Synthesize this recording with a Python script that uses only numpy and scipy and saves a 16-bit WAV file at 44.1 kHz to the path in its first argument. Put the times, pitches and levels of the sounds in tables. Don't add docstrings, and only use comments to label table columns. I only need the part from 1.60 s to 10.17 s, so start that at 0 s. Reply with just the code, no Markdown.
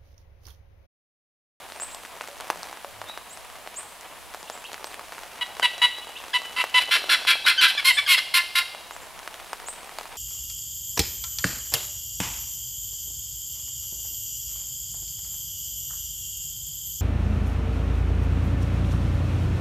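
import sys
import numpy as np
from scipy import signal
from scipy.fft import rfft, irfft, next_fast_len
from scipy.io import wavfile
from scipy.ndimage import uniform_filter1d

SR = 44100
rng = np.random.default_rng(int(sys.argv[2]) if len(sys.argv) > 2 else 0)


def transcribe(u):
    v = np.clip(np.atleast_2d(u).T, -1, 1)
    q = np.round(v * 32767).astype(np.int16)
    wavfile.write(sys.argv[1], SR, q)


def invert_db(level):
    return 10 ** (np.asarray(level, dtype=float) / 20)


N = 377937
FFT_SIZE = next_fast_len(N + SR)

# start_s, length_s, pitch_hz, level_db
BOOMS = [
    (0.691, 0.063, 574, -45),
    (.93, 0.11, 178, -54),
    (1.243, 0.072, 567, -44),
    (1.32, 0.18, 105, -53),
    (6.285, 0.32, 105, -59.5),
]
# time_s, level_db
WIND = [
    (0.0, -65),
    (7.23, -65),
    (8.09, -57.5),
    (8.57, -57),
]
# freq_hz, density_db
HISS_SPECTRUM = [(29, -44), (50, -20), (85, -11.5), (223, -8), (371, -7.5), (746, 3.5), (822, 1.5),
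                 (973, 2.5), (1400, -3.5), (2950, -5), (5670, -13.5), (10400, -11.5), (14900, -18.5),
                 (16000, -5.5)]
# freq_hz, density_db
SIDE_SPECTRUM = [(15, -31), (25, 22), (87, -4.5), (242, -3), (575, -3), (1940, -8), (2690, -7),
                 (13600, -18), (16000, -10)]
# time_s, level_db
PATTER_LEVEL = [(0.0, -51), (0.5, -52.5), (0.97, -49), (1.81, -58), (2.6, -56.5), (3.5, -49.5),
                (4.5, -50.5), (5.5, -43.5), (6.59, -76), (7.3, -53), (8.57, -49.5)]
# start_s, peak_db, ring_hz
THUDS = [(.159, -29.5, 890), (.448, -26, 1650), (.899, -7, 850), (.928, -32, 1190), (1.244, -24, 663),
         (1.414, -21.5, 840), (1.573, -20.5, 1030), (2.061, -30, 751), (2.072, -25, 705),
         (3.341, -32, 2070), (3.392, -24, 980), (3.52, -23, 1100), (3.579, -23.5, 1170), (4.382, -28, 844),
         (4.518, -50, 750), (4.637, -26.5, 1000), (5.038, -12, 890), (5.289, -25.5, 680),
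         (5.353, -20, 1040), (5.439, -23, 900), (5.648, -18.5, 1060), (5.851, -20, 990), (6.577, -20, 1170),
         (6.991, -25, 1130), (7.146, -26, 745), (7.307, -22, 1024), (7.596, -30, 1190), (7.674, -19, 1330),
         (7.998, -26.5, 1340), (8.291, -28.5, 1060)]
# start_s, peak_db, ring_hz
TAPS = [(.197, -22.5, 1310), (.608, -22, 890), (.638, -28, 1110), (.905, -24, 1010), (.956, -29.5, 606),
        (1.126, -27.5, 960), (1.17, -26.5, 1210), (1.439, -30, 991), (1.495, -28, 746), (2.072, -28, 1640),
        (.799, -27, 860), (2.744, -22, 795), (2.974, -28, 1020), (3.141, -22.5, 1670), (3.177, -27.5, 1310),
        (3.409, -31.5, 789), (3.632, -27, 1230), (3.995, -17, 810), (4.468, -28, 826), (4.816, -26, 850),
        (4.851, -33, 740), (5.49, -34.5, 1010), (5.752, -24.5, 704), (7.362, -25, 945),
        (7.797, -26.5, 1150), (7.929, -15, 910), (8.263, -37, 969), (8.344, -46, 1020), (8.453, -26.5, 940),
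        (.219, -27.5, 696)]
# start_s, peak_db, ring_hz
TICKS = [(.119, -29.5, 654), (.345, -27, 680), (.617, -33, 1500), (.683, -30, 553), (.806, -25, 1300),
         (1.029, -25.5, 1020), (1.069, -32, 775), (1.771, -33.5, 760), (2.408, -32, 1790),
         (2.827, -32.5, 800), (2.897, -24, 657), (3.039, -32, 1140), (3.115, -30, 1000), (3.129, -28, 670),
         (3.241, -22, 800), (3.341, -30, 1990), (3.491, -36, 750), (4.027, -21, 980), (4.178, -29.5, 791),
         (6.148, -26.5, 820), (6.738, -46, 1060), (7.589, -29, 1510), (7.74, -30, 1300),
         (8.083, -27.5, 832), (8.229, -31, 1140), (8.384, -21.5, 821)]
# start_s, peak_db, ring_hz
LIGHT_EARLY = [(0.0276, -36, 1090), (0.0633, -33, 1000), (0.0987, -24, 1160), (0.1715, -36, 1000),
               (0.2327, -19, 990), (0.2444, -21, 1060), (0.2867, -26, 1420), (0.32, -27, 1140),
               (0.3985, -31, 1070), (0.4335, -24, 1200), (0.5382, -33, 1070), (0.674, -16, 1290),
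               (0.7856, -33, 1020), (0.8404, -33, 1030), (0.878, -19, 1020), (0.9717, -21, 1040),
               (0.9844, -32, 1060), (1.0014, -27, 1110), (1.133, -23, 1950), (1.2052, -31, 1160),
               (1.31, -31, 1200), (1.4855, -18, 3810), (1.6154, -33, 1000), (1.6412, -31, 1340),
               (1.6721, -35, 1170), (1.697, -33, 1460), (1.7524, -31, 1030), (1.8075, -28, 1000),
               (1.8467, -24, 2620), (1.8993, -26, 1160), (1.9244, -31, 1010), (1.955, -25, 1140),
               (1.9644, -34, 1000), (1.9844, -32, 1080), (2.0984, -32, 1050), (2.1415, -21, 1850),
               (2.2064, -24, 1140), (2.2298, -23.5, 1000), (2.2544, -36, 2300), (2.2714, -34, 1010),
               (2.3226, -31, 1000), (2.4204, -31, 1340), (2.4304, -26, 1730), (2.4584, -37, 1070),
               (2.6104, -35, 1140), (2.6264, -27, 1000), (2.6404, -37, 1700), (2.738, -19, 1090),
               (2.7714, -34, 1830), (2.7911, -33, 1060), (3.019, -29, 2720), (3.1622, -29, 1260),
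               (3.269, -20, 1010), (3.331, -23, 1010), (3.4444, -35, 1010), (3.5898, -19, 1300),
               (3.6526, -28, 1050), (3.6754, -28, 1210)]
# start_s, peak_db, ring_hz
LIGHT_LATE = [(3.862, -23, 1090), (3.967, -21, 923), (4.196, -24, 972), (4.331, -35, 864),
              (4.417, -30, 694), (4.568, -35, 813), (4.647, -30, 1180), (4.706, -26, 988),
              (4.895, -26, 891), (5.015, -16, 1140), (5.066, -25, 1290), (5.084, -36, 764),
              (5.244, -35, 1200), (5.609, -34, 816), (5.715, -31, 1410), (5.938, -31, 1430),
              (6.227, -17.5, 1070), (6.837, -23, 875), (7.026, -21, 1440), (7.19, -30, 1080),
              (7.349, -31, 891), (7.43, -31, 1250), (7.468, -25, 958), (7.563, -41, 641),
              (7.647, -25, 1370), (7.76, -41, 1140), (7.868, -29, 875), (8.019, -40, 1200),
              (8.019, -25, 856), (8.127, -25, 993), (8.201, -36, 1190), (8.4, -25, 1250),
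              (8.412, -38, 1530), (8.41, -18, 724), (8.474, -29, 810), (8.552, -38, 689)]
# freq_hz, t60_s
WOOD_T60 = [(1000, 0.4), (2100, 0.66), (3000, 0.85), (5000, 0.99), (12000, 0.49)]
# start_s, length_s, start_hz, end_hz, level_db
CHIRPS = [(.09, 0.019, 8500, 8800, -57), (0.144, 0.042, 8700, 8700, -53), (0.201, 0.036, 6870, 8560, -33.5),
          (0.303, 0.041, 6500, 8370, -48), (1.47, 0.045, 3510, 3920, -41.5), (1.691, 0.05, 6300, 8420, -47),
          (2.159, 0.038, 6400, 8920, -36), (2.859, 0.031, 2700, 4040, -48.5),
          (2.913, 0.036, 6400, 8000, -49), (2.788, 0.026, 7450, 7150, -56), (2.966, 0.025, 7300, 7550, -55),
          (3.036, 0.026, 2586, 3570, -40.5), (3.041, .03, 3027, 4350, -48), (3.249, 0.023, 7450, 8750, -46),
          (4.552, 0.024, 2575, 3900, -38), (6.324, 0.045, 6600, 8900, -38), (7.312, 0.035, 6410, 7700, -53),
          (7.413, 0.021, 6650, 7600, -53), (7.88, 0.038, 8300, 9100, -55), (8.063, 0.045, 6540, 8900, -37)]
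NOTES = { "clear": [(3.803, 0.037, -26.5, 980, 1), (4.02, 0.045, -18.5, 991.7, -6.5),
         (4.21, 0.055, -16.5, 987, 0.5), (4.732, 0.048, -20, 1003, 2), (5.136, 0.062, -17, 1001, -4)],
         "harsh": [(5.306, 0.071, -17, 1044, 2), (5.49, 0.074, -16, 1047, 4),
         (5.666, 0.083, -15.5, 1045, 6.5), (5.857, 0.078, -15, 1050, 10.5), (6.006, 0.069, -13, 1034, 3.5)],
         "breaking": [(4.957, 0.068, -24, 999, 1)], "falling": [(6.243, 0.079, -16.5, 1064, 3.5)],
         "sliding": [(6.47, 0.088, -15.5, 1074, 2)], "hoarse": [(6.733, 0.089, -17, 1055, 17),
         (6.947, 0.079, -19, 1056, 13)], "trailing": [(5.197, 0.047, -28, 1017, 6.5),
         (6.07, .055, -25, 1007, 4)], "answer": [(6.16, 0.05, -27, 1167, -2),
         (6.362, 0.045, -21.5, 1188, 0), (6.564, 0.0475, -22.5, 1060, 21)], }
VOICING = {"clear": (0.0084, 55, 0.38, 0.016, 0.025), "harsh": (0.0078, 10, 0.29, 1.5, 0.043),
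           "hoarse": (0.0077, 45, 1, 1.13, 0.034), "falling": (0.02, 5.4, 0.12, 1.1, 0.167),
           "sliding": (0.027, 16, 0.47, 0.99, 0.095), "breaking": (0.015, 16, 0.82, 0.37, 0.037),
           "trailing": (.003, 0.47, 0.68, 1.32, 0.026), "answer": (0.022, 26, 0.85, 2, 0.068)}
CHAOS = {"clear": .21, "harsh": .45, "hoarse": .36, "falling": .24, "sliding": .3, "breaking": .62,
         "trailing": .48, "answer": .45}
CLIMB = {"clear": 0.0051, "harsh": -0.0084, "hoarse": 0.014, "falling": .04, "sliding": -0.012, "breaking":
         0.0075, "trailing": -0.017, "answer": -.03}
CORE_MULTIPLES = (1 / 3, 1, 4 / 3, 2, 8 / 3, 3, 4)
CORE_DB = {"clear": (-48, -20, -40, -28, -30, -10.5, -29.5),
           "harsh": (-37.5, -40, -15.5, -38, -31, -40, -38), "hoarse": (-56, -14, -18, -8.5, -25, -37, -42),
           "falling": (-56, -14, -40, -6.5, -26, -19, -28), "sliding": (-58, -19, -26, -9, -14, -20, -32),
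           "breaking": (-48, -12, -19, -19, -20, -16, -35), "trailing": (-48, -40, -25, -32, -32, -25, -35),
           "answer": (-53, -26, -35, -8.5, -26, -20, -35)}
# freq_hz, density_db
THROAT_CLEAR = [(410, -36), (700, -17), (958, -6), (1280, 5.5), (1460, 3.5), (1920, 2.5), (2990, -2),
                (3410, -6.5), (3990, -4.5), (5540, -25.5), (7490, -21), (10700, -19.5), (16000, -50)]
# freq_hz, density_db
THROAT_MID = [(410, -77), (700, -24.5), (1640, 1), (2020, -5.5), (2160, -8.5), (2490, 1), (2960, 1.5),
              (5400, -15), (6320, -23.5), (7290, -20.5), (8760, -21), (10800, -15), (16000, -32)]
# freq_hz, density_db
THROAT_WIDE = [(190, -26), (320, -47), (897, -13.5), (1070, 0), (1190, -4), (1440, 1), (1540, -1),
               (2560, -3), (3380, -3.5), (3610, -19), (3920, -0.5), (6190, -32.5), (10300, -27),
               (16000, -49)]
# freq_hz, width_hz, clear_db, mid_db, wide_db
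WINDPIPE = [(1060, 110, 8, -17.5, -4), (1444, 89, 6, 3.5, 8.5), (1650, 120, -6.5, -7, 18.5),
            (2106, 120, 14.5, 0.5, -17), (2320, 250, 6, 5, 13), (2750, 200, 14, 3.5, 0),
            (3165, 130, 9.5, -7.5, -14), (3360, 170, 15.5, 0.5, 21), (3836, 136, 11, 6.5, 3.5),
            (4690, 400, 8, 5, 1.5), (5630, 280, 12, 1.5, 14.5)]
# start_s, length_s, start_hz, level_db, second_partial_db
SQUEAKS = [(4.02, 0.015, 1566, -29.5, 1.5), (4.732, 0.0081, 1694, -31, 2), (5.843, 0.017, 3820, -26.5, -35),
           (5.864, 0.019, 1520, -20, -2), (5.14, 0.011, 1410, -41, 19.5), (5.491, 0.011, 1465, -25.5, 0),
           (5.976, 0.033, 1575, -23.5, 5), (6.024, 0.074, 1627, -26.5, -1.5),
           (6.173, 0.017, 1740, -29, 2.5), (6.368, 0.02, 1748, -26, 1), (6.462, 0.011, 1664, -30.5, 5),
           (6.472, .018, 1210, -34, 1), (6.571, 0.016, 1710, -33, 9.5)]


def rms_one(x):
    return x / np.sqrt(np.mean(x ** 2) + 1e-20)


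def at_hz(points, hz):
    points_hz, value = np.transpose(points)
    return np.interp(np.log(np.maximum(hz, 1)), np.log(points_hz), value)


def level_curve(rows):
    time_s, level_db = np.transpose(rows)
    return invert_db(np.interp(np.arange(N) / SR, time_s, level_db))


def butter(x, order, hz, kind="low"):
    return signal.sosfilt(signal.butter(order, hz, kind, fs=SR, output="sos"), x)


def causal(x, db):
    cepstrum = irfft(db * np.log(10) / 20, len(x))
    cepstrum[1:len(x) // 2] *= 2
    cepstrum[len(x) // 2 + 1:] = 0
    return irfft(rfft(x) * np.exp(rfft(cepstrum)), len(x))


def coloured(spectrum):
    hz = np.arange(FFT_SIZE // 2 + 1) * SR / FFT_SIZE
    white = rfft(rng.standard_normal(FFT_SIZE))
    return irfft(white * invert_db(at_hz(spectrum, hz)), FFT_SIZE)[:N]


def add(out, start_s, piece):
    i = max(round(start_s * SR), 0)
    out[i:i + len(piece)] += piece[:N - i]


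def far_rumble():
    waver = rms_one(uniform_filter1d(rng.standard_normal(N), size=3000))
    hum_hz, hum_db = 71, -67
    phase = 2 * np.pi * hum_hz * np.arange(N) / SR + 0.85 * waver[::-1]
    out = invert_db(hum_db) * (1 + 0.31 * waver) * np.sin(phase)
    for start_s, length_s, hz, db in BOOMS:
        u = np.linspace(0, 1, round(length_s * SR))
        envelope = np.sin(np.pi * u ** 0.84)
        add(out, start_s, invert_db(db) * envelope * np.sin(2 * np.pi * hz * length_s * u))
    return out


def wind():
    return rms_one(butter(rng.standard_normal(N), 2, [20, 45], "band")) * level_curve(WIND)


def insects(hz, width_hz, db):
    band = butter(rng.standard_normal(N), 2, [hz - width_hz, hz + width_hz], "band")
    return invert_db(db) * rms_one(band)


def rain_hiss():
    hiss = rms_one(coloured(HISS_SPECTRUM))
    low = butter(hiss, 2, 4500)
    patches = uniform_filter1d(uniform_filter1d(hiss[::-1] ** 2 - 1, size=900), size=900)
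    lull = invert_db(1.6 * rms_one(patches))
    return invert_db(-43) * (hiss + low * (lull - 1))


def drop(ring_hz, tick_db, cycles, luck):
    t = np.arange(len(luck)) / SR
    decay = invert_db(-60 * t * ring_hz / cycles)
    swing = -np.sin(2 * np.pi * ring_hz * t + 1.69) * decay * (1 - np.exp(-t / 0.00009))
    tick = butter(luck * np.exp(-t / 0.00025) / np.std(luck[:12]), 2, 8000)
    splash = signal.lfilter([0.5], [1, -0.7], luck[::-1]) * np.exp(-t / 0.004)
    return butter(swing + invert_db(tick_db + 10) * tick + invert_db(-20.5) * splash, 2, 330, "high")


def patter(per_s, spread_db):
    gust = invert_db(3 * rms_one(uniform_filter1d(rng.standard_normal(N), size=2500)))
    size_gain = invert_db(spread_db * np.minimum(rng.exponential(1, N), 2.4))
    born = (rng.random(N) < gust * per_s / SR) * size_gain
    dealt = rng.integers(0, 14, N)
    taps = np.zeros(N)
    for k, ring_hz in enumerate(np.geomspace(560, 3200, 14)):
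        one = drop(ring_hz, -17.5, 2.17, rng.standard_normal(500)) * (800 / max(ring_hz, 800)) ** 0.043
        taps += signal.fftconvolve(born * (dealt == k), one)[:N]
    return rms_one(taps) * level_curve(PATTER_LEVEL)


def near_drops():
    out = np.zeros(N)
    # table, tick_db, gain_db, ring cycles, delay_s
    groups = ((THUDS, -28, 8.5, 3.5, 0.0024), (TAPS, -18, 8.5, 3.5, 0.0024), (TICKS, -10, 8.5, 3.5, 0.0024),
              (LIGHT_EARLY, -17.5, 1.5, 2.6, 0.0014), (LIGHT_LATE, -17.5, 1.5, 2.6, 0.0014))
    for table, tick_db, gain_db, cycles, delay_s in groups:
        for start_s, db, ring_hz in table:
            piece = drop(ring_hz, tick_db, cycles, rng.standard_normal(900))
            add(out, start_s + delay_s, invert_db(db + gain_db) * piece)
    return out


def wood(x, first_s, slap_db):
    t = np.arange(SR) / SR
    response = np.zeros(SR)
    edges_hz = 300 * 2 ** np.arange(0, 6.1, 0.75)
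    for low, high in zip(edges_hz, edges_hz[1:]):
        band = butter(rng.standard_normal(SR), 2, [low, high], "band")
        response += band * invert_db(-60 * t / at_hz(WOOD_T60, np.sqrt(low * high)))
    response *= np.clip(t / first_s, 0, 1) * (1 + invert_db(slap_db) * np.exp(-t / 0.021))
    return signal.fftconvolve(x, response / np.sqrt(np.sum(response ** 2)))[:N]


def whistle(length_s, start_hz, end_hz, bend, partials_db, wobble):
    u = np.linspace(0, 1, max(round(length_s * SR), 8))
    shake = 1 + wobble * uniform_filter1d(rng.standard_normal(4096), size=64)[:len(u)]
    glide = u ** bend if bend > 1 else 1 - (1 - u) ** (1 / bend)
    phase = 2 * np.pi * np.cumsum((start_hz + (end_hz - start_hz) * glide) * shake) / SR
    tone = sum(invert_db(db) * np.sin((k + 1) * phase) for k, db in enumerate(partials_db))
    return np.sqrt(2) * tone * np.sin(np.pi * u ** 1.46) ** 0.38


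def small_birds():
    out = np.zeros(N)
    for start_s, length_s, start_hz, end_hz, db in CHIRPS:
        bend = 2.5 if start_hz < 3300 else 0.6
        add(out, start_s, invert_db(db) * whistle(length_s, start_hz, end_hz, bend, [0], wobble=0.1))
    return out


def syrinx_pulses(length_s, chaos, climb, pulse_hz, accent, droop):
    cycle = np.arange(140)
    jitter, offbeat, push = rng.standard_normal((3, 140))
    period = 1 + droop * np.clip((cycle / pulse_hz - length_s + 0.03616) / 0.0338, 0, 2) ** 2
    wander = rms_one(uniform_filter1d(jitter[::-1], size=14))
    period *= 1 + 0.025 * chaos * wander
    period /= 1 + climb * (cycle / pulse_hz / length_s - 0.5)
    beats = SR / pulse_hz * np.cumsum(period * (1 + 0.03 * chaos * jitter))
    accent = accent * np.clip(1 + 1.2 * chaos * wander[::-1], 0, 1.3)
    limp = 0.057 * accent * np.array([0, 0.9, -0.5])[cycle % 3]
    times = beats + SR / pulse_hz * (limp + 0.08 * chaos * offbeat)
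    strength = 1 - accent * np.array([0, 0.7, 0.45])[cycle % 3]
    return beats, times, strength * (1 + np.tanh(0.8 * chaos * push))


def vocal_tract_db(hz, gape, chaos):
    weights = np.clip(1 - abs(np.clip(gape, 0, 1.5) - np.arange(3)), 0, 1)
    response = sum(w * at_hz(table, hz) for w, table in zip(weights, (THROAT_CLEAR, THROAT_MID, THROAT_WIDE)))
    for peak_hz, width_hz, *lift_db in WINDPIPE:
        more, shift = rng.standard_normal(2)
        offset = (hz - peak_hz * (1 + 0.0089 * shift)) / width_hz
        response = response + (np.dot(weights, lift_db) + 4.6 * chaos * more) / (1 + (2 * offset) ** 2)
    return response


def steady_core(voice, beats, core_db, chaos):
    i = np.arange(len(voice))
    smooth_beats = uniform_filter1d(beats, size=9, mode="nearest")
    turn = 2 * np.pi * np.interp(i, smooth_beats, np.arange(len(beats)))
    core = np.zeros(len(voice))
    for k, db in zip(CORE_MULTIPLES, core_db):
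        waver = np.interp(i / SR, np.arange(40) / 200, rng.standard_normal(40))
        flutter = 1 + 1.3 * chaos * np.sqrt(k) * waver
        phase = np.angle(voice @ np.exp(-1j * k * turn))
        core += np.sqrt(2) * invert_db(db) * flutter * np.cos(k * turn + phase)
    return core


def note(rows, chaos, core_db, climb, pulse_hz, accent, gape, droop):
    size = 6144
    time_s, db = np.transpose(rows)
    length_s = time_s[-1]
    count = round(length_s * SR)
    t = np.arange(count) / SR
    beats, times, strength = syrinx_pulses(length_s, chaos, climb, pulse_hz, accent, droop)

    hz = np.arange(size // 2 + 1) * SR / size
    keep = (times > 0) & (times < count + 50)
    pulses = irfft(np.exp(-2j * np.pi * np.outer(hz / SR, times[keep])) @ strength[keep], size)
    breath = rng.standard_normal(size) * np.interp(np.arange(size), np.sort(times), strength)
    bright = np.clip(np.log2(np.maximum(hz, 1) / 3000), 0, 2)
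    breath = irfft(rfft(rms_one(breath)) * (0.9 * chaos + 0.7 * bright), size)
    source = pulses / np.std(pulses[:count]) + breath
    voice = causal(source, vocal_tract_db(hz, gape, chaos))[:count]

    level_db = np.interp(t, time_s, db)
    treble = butter(voice, 1, 2300, "high")
    fading = np.arange(count) > np.argmax(level_db)
    dull = 1 - invert_db(4.4 * fading * (level_db - level_db.max()))
    rasp = rms_one(voice - dull * treble)

    attack_s, release_s = 0.0076, 0.009
    edge = np.clip(np.minimum(t / attack_s, (length_s - t) / release_s), 0, 1)
    return (rasp + steady_core(voice, beats, core_db, chaos)) * invert_db(level_db) * edge


def fowl():
    out = np.zeros(N)
    for kind, notes in NOTES.items():
        rise_s, onset_db, *voice = VOICING[kind]
        for start_s, length_s, db, pulse_hz, fade_db in notes:
            hold_s = 0.57 * length_s
            rows = [(0, db - onset_db), (min(rise_s, hold_s / 1.1), db - 3), (hold_s, db), (length_s, db - fade_db)]
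            add(out, start_s, note(rows, CHAOS[kind], CORE_DB[kind], CLIMB[kind], pulse_hz, *voice))
    for start_s, length_s, hz, db, second_db in SQUEAKS:
        partials_db = [0, second_db, second_db - 10, second_db - 20]
        add(out, start_s, invert_db(db) * whistle(length_s, hz, hz - 59, 0.85, partials_db, wobble=0.19))
    return out


def scene():
    background = far_rumble() + invert_db(-5.5) * wind() + insects(10230, 150, db=-65.5)
    rain = rain_hiss() + invert_db(3) * patter(per_s=400, spread_db=5)
    drops, birds, calls = near_drops(), small_birds(), fowl()
    to_wood = invert_db(-6) * butter(calls, 2, 1400, "high") + birds + invert_db(-12) * drops
    echo = wood(to_wood, first_s=0.0017, slap_db=9)
    mid = background + rain + drops + echo + birds + calls
    side = invert_db(-51.5) * rms_one(coloured(SIDE_SPECTRUM))
    return np.array([mid + side, mid - side])


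def roll_off(x):
    return signal.sosfilt(signal.butter(12, 16680, fs=SR, output="sos"), x)


def record(dry):
    rounded = np.tanh(dry)
    mix = signal.sosfilt(signal.cheby2(12, 60, 16350, fs=SR, output="sos"), rounded)
    return roll_off(mix)


dry = scene()
out = record(dry)
transcribe(out)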